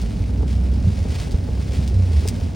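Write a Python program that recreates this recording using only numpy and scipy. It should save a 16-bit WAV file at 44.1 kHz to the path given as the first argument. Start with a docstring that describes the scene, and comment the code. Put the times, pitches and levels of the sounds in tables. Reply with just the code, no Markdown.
"""Inside a car rolling slowly through a downpour, rain close all around and heard in stereo.
Small drops, as clicks with noisy splashes, patter on the windscreen; fat drops tick, tap and once snap hard.
Dull filtered impacts drum on the roof, where larger drops ring the metal as short decaying tones.
Beneath lie an engine hum of sine orders, tyre rumble of filtered noise, and bumps that boom and thud."""
import sys
import numpy as np
from scipy import signal
from scipy.fft import rfft, irfft
from scipy.io import wavfile

SR = 44100
rng = np.random.default_rng(int(sys.argv[2]) if len(sys.argv) > 2 else 0)


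def to_wav(sig):
    """Store sig (one row per channel, or 1-D mono) as 16-bit WAV at the path in sys.argv[1].

    Samples outside -1..1 are clipped; the rate is SR.
    """
    pcm = np.clip(np.atleast_2d(sig), -1, 1) * 32767
    pcm = np.round(pcm).astype(np.int16)
    wavfile.write(sys.argv[1], SR, pcm.T)  # frames by channels


N = 112454

# engine under the other sounds: (time [s], firing rate [Hz], level before the order levels [dB])
ENGINE = [(0,56.23,-22),(.2,59.26,-23.5),(.3,60.6,-17.5),(.55,63.42,-15.5),(.75,63.95,-14),(.85,66.73,-21),(1.05,67.67,-22.5),(1.25,65.9,-25),(1.65,65.35,-20),(1.98,63.9,-16.5),(2.08,62.5,-22.5),(2.55,61.2,-29)]
# engine orders: (multiple of the firing rate [-], level relative to the engine [dB])
ENGINE_ORDERS = [(1,-3.5),(2,-18.5),(3,-21),(3.5,-22.5)]
# tyre rumble from below: (time [s], level [dB])
RUMBLE = [(0,-25),(.45,-23),(.8,-24),(1.2,-25),(1.55,-25),(1.95,-25.5),(2.07,-28.5),(2.17,-24.5),(2.45,-23.5),(2.53,-27.5)]
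# road bumps: (middle of the swell [s], pitch at that moment [Hz], peak level [dB], length between 1/e points [s])
BUMPS = [(.015,94,-17.5,0.012),(0.877,90.5,-10.5,0.054),(1.347,66,-9,0.019),(1.792,83,-16,0.05),(2.019,92.64,-12,0.16),(2.171,75.1,-8.5,0.1),(2.44,78.6,-13,0.046)]
# body thuds with some bumps: (middle of the swell [s], level [dB])
THUDS = [(0.879,-16.5),(1.35,-27),(1.793,-20),(2.16,-26.5)]
# fat drops on the roof: (time [s], level [dB], panel pitch [Hz], decay time [s])
ROOF_KNOCKS = [(.251,-51,420,0.0036),(.4314,-19.5,456,0.0038),(.69,-40,444.1,.004),(.729,-31,407,0.0052),(1.0515,-26.5,418,0.0067),(1.3422,-25.5,447,0.0058),(1.488,-24.5,438,0.0058),(1.931,-24.5,336,0.0041),(2.111,-28,404,0.0034),(2.224,-26.5,403.3,0.0048),(2.2541,-20,426.6,0.0061)]
# roof panel modes: (multiple of the panel pitch [-], level [dB], multiple of the decay time [-])
PANEL_MODES = [(1.001,1.5,1),(1.48,-9.5,1.1),(1.87,-14.5,1.3),(2.45,-22.5,1)]
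# rain on the glass in gusts: (time [s], level before GLASS_DB [dB])
GUSTS = [(0,-44.5),(.08,-48.5),(.25,-49),(.31,-51.5),(.46,-52),(.51,-45),(.59,-50.5),(.81,-51),(.87,-46.5),(1.09,-47.5),(1.14,-41),(1.25,-43),(1.29,-47.5),(1.42,-50),(1.62,-47.5),(1.68,-47.5),(1.76,-42.5),(1.93,-49),(2.03,-48.5),(2.12,-45.5),(2.16,-43.5),(2.23,-43),(2.34,-46),(2.55,-50)]
# fat drops on the glass: (time [s], starting level of the ring [dB])
TICKS = [(.0175,-42),(.738,-49),(1.095,-48),(1.311,-46.5),(1.318,-44.5),(1.375,-62),(1.8775,-39.5)]
# duller drops on the side windows: (time [s], starting level of the ring [dB])
TAPS = [(.108,-40.5),(.24,-37),(.36,-40),(1.759,-37),(1.789,-55),(2.186,-60),(2.411,-37.5)]
# a sharp double snap and its rattle: (time [s], starting level of the short ring [dB])
SNAPS = [(2.2764,-22),(2.2774,-30.5),(2.2859,-18),(2.2884,-29),(2.2937,-37)]

# spectral shapes, each scaled to keep the power of white noise: (frequency [Hz], relative level [dB per Hz])
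ROAD_SPECTRUM = [(18,-56.5),(30,-18.5),(45,2.5),(65,-3),(90,3.5),(125,-7),(165,-8.5),(230,-9.5),(275,-12.5),(320,-23),(600,-30),(1200,-64),(5000,-83.5)]
THUD_SPECTRUM = [(20,-53),(60,-16),(140,4.5),(195,7.5),(250,-10.5),(600,-39),(3000,-81)]
ROOF_SPECTRUM = [(150,-6),(300,0),(400,0.5),(550,-4),(720,-7.5),(840,-8),(1050,-16.5),(1600,-18),(3000,-52)]
GLASS_SPECTRUM = [(600,3.5),(1300,-2.5),(1700,0.5),(2200,3.5),(2600,2),(3600,0.5),(5200,1),(7000,-6.5),(8800,-7.5),(10500,-10.5),(12000,-35),(15000,-13.5)]
TICK_SPECTRUM = [(1000,-26),(2500,-5.5),(3800,1),(5000,1.5),(7000,-5.5),(9000,-4.5),(12000,-27),(15000,-12)]
TAP_SPECTRUM = [(700,-7.5),(1500,1.5),(2600,3),(4000,-5),(8000,-20),(14000,-22)]
SNAP_SPECTRUM = [(600,-10),(1100,-7),(2500,0.5),(3700,-0.5),(4900,8),(7000,1.5),(9500,3),(12000,-17.5),(14500,-3.5)]
# gain applied to the side noise of the road: (frequency [Hz], gain [dB])
ROAD_WIDTH = [(40,-16),(80,-24.5),(150,-16),(280,-7.5),(600,-5.5)]
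# side against mid on the glass, capped at 0 dB in use: (frequency [Hz], gain [dB])
GLASS_WIDTH = [(1000,7),(1500,-3),(2100,-11.5),(4000,-53),(5700,-13),(7500,-3.5),(9500,-17),(13000,50)]

# left over right [dB]
BASS_PAN_DB, ROOF_PAN_DB = -1.4, 3
BOOM_SAG_HZ_PER_S, THUD_S = 48, 0.047  # thud length between 1/e points
CABIN_HZ, CABIN_WIDTH_HZ, CABIN_DB = 91, 12.7, -6.5  # resonance, level relative to the rumble
ROOF_DB, ROOF_SIDE_DB = -42, -2
ROOF_DROPS_PER_S, ROOF_SCATTER_DB = 900, 2.5
PANEL_ATTACK_S = 0.00051
SMALL_KNOCK_DB, SMALL_KNOCK_SCATTER_DB = -37, 3.5
SMALL_KNOCK_HZ, SMALL_KNOCK_OCTAVES, SMALL_KNOCK_DECAY_S = 384.7, 0.31, 0.007  # centre, spread, decay
GLASS_DB, GLASS_DROPS_PER_S, GLASS_SCATTER_DB = 2.5, 3500, 3.5
SPLASH_S, SPLASH_DB = 0.004, 2.5  # decay of splash energy, level relative to the impacts
TICK_CLICK_DB, SNAP_TAIL_DB = 24, -18
TOP_HZ = 16000


def undb(db):
    """Decibels to gain."""
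    return 10 ** (np.asarray(db) / 20)


def unit(x):
    """Scale to rms 1."""
    return x / np.sqrt(np.mean(x ** 2))


def curve(rows, col=1):
    """A table column joined by straight lines in time."""
    rows = np.array(rows)
    return np.interp(np.arange(N) / SR, rows[:, 0], rows[:, col])


def response(points, size):
    """Gain of (Hz, dB) points at the frequencies of a transform."""
    hz, db = np.array(points).T
    bins_hz = np.fft.rfftfreq(size, 1 / SR)
    return undb(np.interp(np.log(bins_hz + 1), np.log(hz), db))  # +1 avoids log of zero


def colour(x, points, normalise=True):
    """Causal filter through (Hz, dB) points; when normalised, white noise keeps its power."""
    gain = response(points, size=2 * N)
    # fold the cepstrum to positive times: minimum phase, so nothing sounds before its impact
    cepstrum = irfft(np.log(unit(gain) if normalise else gain))
    cepstrum[1:N] *= 2
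    cepstrum[N + 1:] = 0
    return irfft(rfft(x, 2 * N) * np.exp(rfft(cepstrum)))[:N]


def stereo(mid, side=0, pan_db=0):
    """Left and right from mid and side, with left raised over right by pan_db."""
    return np.array([mid + side, mid - side]) * undb([[pan_db / 2], [-pan_db / 2]])


def noise():
    """White noise."""
    return rng.standard_normal(N)


def swell(t, middle, length):
    """Bell-shaped rise and fall, with length between its 1/e points."""
    return np.exp(-(2 * (t - middle) / length) ** 2)


def shower(per_s, scatter_db):
    """Impacts at random moments: many small, a few large."""
    size = undb(scatter_db * np.minimum(rng.exponential(size=N), 5.5))
    lands = rng.random(N) < per_s / SR
    return unit(lands * size * rng.choice([-1, 1], N))


def blows(rows, decay_s, click_db):
    """Each blow is a click of contact and a noisy ring that dies away."""
    t, ring, clicks = np.arange(N) / SR, 0, np.zeros(N)
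    for start, db in rows:
        decay = np.exp(-np.maximum(t - start, 0) / decay_s)
        ring = ring + (t >= start) * undb(db) * decay
        clicks[int(start * SR)] = undb(db + click_db)
    return clicks + ring * noise()


def engine():
    """A low hum: sines at multiples of the drifting firing rate, the higher orders weak."""
    phase = 2 * np.pi * np.cumsum(curve(ENGINE)) / SR
    hum = 0
    for multiple, db in ENGINE_ORDERS:
        tone = np.sqrt(2) * np.sin(multiple * phase + rng.uniform(0, 2 * np.pi))
        hum = hum + undb(db) * tone
    return stereo(undb(curve(ENGINE, 2)) * hum, pan_db=BASS_PAN_DB)


def road():
    """Tyre rumble and a resonant cabin hum; bumps swell into sagging booms, some with a noisy body thud."""
    t = np.arange(N) / SR
    mid, side = (undb(curve(RUMBLE)) * colour(noise(), ROAD_SPECTRUM) for _ in range(2))
    resonance = signal.iirpeak(CABIN_HZ, CABIN_HZ / CABIN_WIDTH_HZ, fs=SR)
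    cabin = signal.lfilter(*resonance, colour(noise(), ROAD_SPECTRUM))
    mid = mid + undb(curve(RUMBLE) + CABIN_DB) * unit(cabin)
    for at, hz, db, length in BUMPS:
        cycles = (hz - BOOM_SAG_HZ_PER_S * (t - at) / 2) * (t - at)  # pitch falls steadily
        mid = mid + undb(db) * swell(t, at, length) * np.cos(2 * np.pi * cycles)
    thuds = sum(undb(db) * swell(t, at, THUD_S) for at, db in THUDS)
    mid = mid + thuds * colour(noise(), THUD_SPECTRUM)
    return stereo(mid, colour(side, ROAD_WIDTH, normalise=False), BASS_PAN_DB)


def knocks(rows):
    """Each drop sets a patch of roof ringing: a few decaying sine modes with a soft attack."""
    out, t = np.zeros(N + SR), np.arange(SR // 10) / SR
    attack = 1 - np.exp(-t / PANEL_ATTACK_S)
    for start, db, hz, decay_s in rows:
        ring = 0
        for multiple, mode_db, slow in PANEL_MODES:
            mode = np.sin(2 * np.pi * hz * multiple * t) * np.exp(-t / (decay_s * slow))
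            ring = ring + undb(mode_db) * mode
        at = int(start * SR)
        out[at:at + len(t)] += undb(db) * ring * attack
    return out[:N]


def small_knocks(count):
    """Lesser drops ring the roof at random moments, each with its own level and pitch."""
    size, pitch = rng.standard_normal((count, 2)).T
    starts = rng.random(count) * N / SR
    levels_db = SMALL_KNOCK_DB + SMALL_KNOCK_SCATTER_DB * size
    pitches_hz = SMALL_KNOCK_HZ * 2 ** (SMALL_KNOCK_OCTAVES * pitch)
    return knocks(zip(starts, levels_db, pitches_hz, np.full(count, SMALL_KNOCK_DECAY_S)))


def roof_layer():
    """One independent layer of dull drumming with lesser knocks in it."""
    drumming = colour(shower(ROOF_DROPS_PER_S, ROOF_SCATTER_DB), ROOF_SPECTRUM)
    return undb(ROOF_DB) * drumming + small_knocks(count=50)


def roof():
    """Rain drums on the lined metal roof, dull and wide overhead; fat drops knock on it."""
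    mid, side = roof_layer(), roof_layer()
    return stereo(mid + knocks(ROOF_KNOCKS), undb(ROOF_SIDE_DB) * side, ROOF_PAN_DB)


def patter():
    """Gusts of small drops on the windscreen, each an impact with a brief noisy splash."""
    drops = shower(GLASS_DROPS_PER_S, GLASS_SCATTER_DB)
    splash_energy = signal.lfilter([1], [1, -np.exp(-1 / (SPLASH_S * SR))], drops ** 2)
    splash = noise() * np.sqrt(splash_energy)
    rain = unit(drops + undb(SPLASH_DB) * unit(splash))
    return colour(rain, GLASS_SPECTRUM) * undb(curve(GUSTS) + GLASS_DB)


def snap():
    """A hard double snap and rattle: short blows over a fainter, longer tail."""
    tail = blows(SNAPS, decay_s=0.0097, click_db=5)
    return colour(blows(SNAPS, decay_s=0.0012, click_db=2.5) + undb(SNAP_TAIL_DB) * tail, SNAP_SPECTRUM)


def glass():
    """Patter on the windscreen, fat drops ticking, duller taps on the side windows and the snap."""
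    mid = patter() + snap()
    mid = mid + colour(blows(TICKS, decay_s=0.013, click_db=TICK_CLICK_DB), TICK_SPECTRUM)
    mid = mid + colour(blows(TAPS, decay_s=0.0024, click_db=10.5), TAP_SPECTRUM)
    # the sound reaches the two microphone ports out of phase: the side is mid turned a quarter cycle
    width = np.minimum(response(GLASS_WIDTH, size=N), 1)
    side = irfft(1j * width * rfft(mid), N)
    return stereo(mid, side)


def scene():
    """Rain on roof and glass over the noise of driving."""
    return engine() + road() + roof() + glass()


def record(dry):
    """The phone cuts the top: a steep low-pass filter."""
    return signal.sosfilt(signal.ellip(8, .2, 70, TOP_HZ, fs=SR, output="sos"), dry)


dry = scene()
out = record(dry)
to_wav(out)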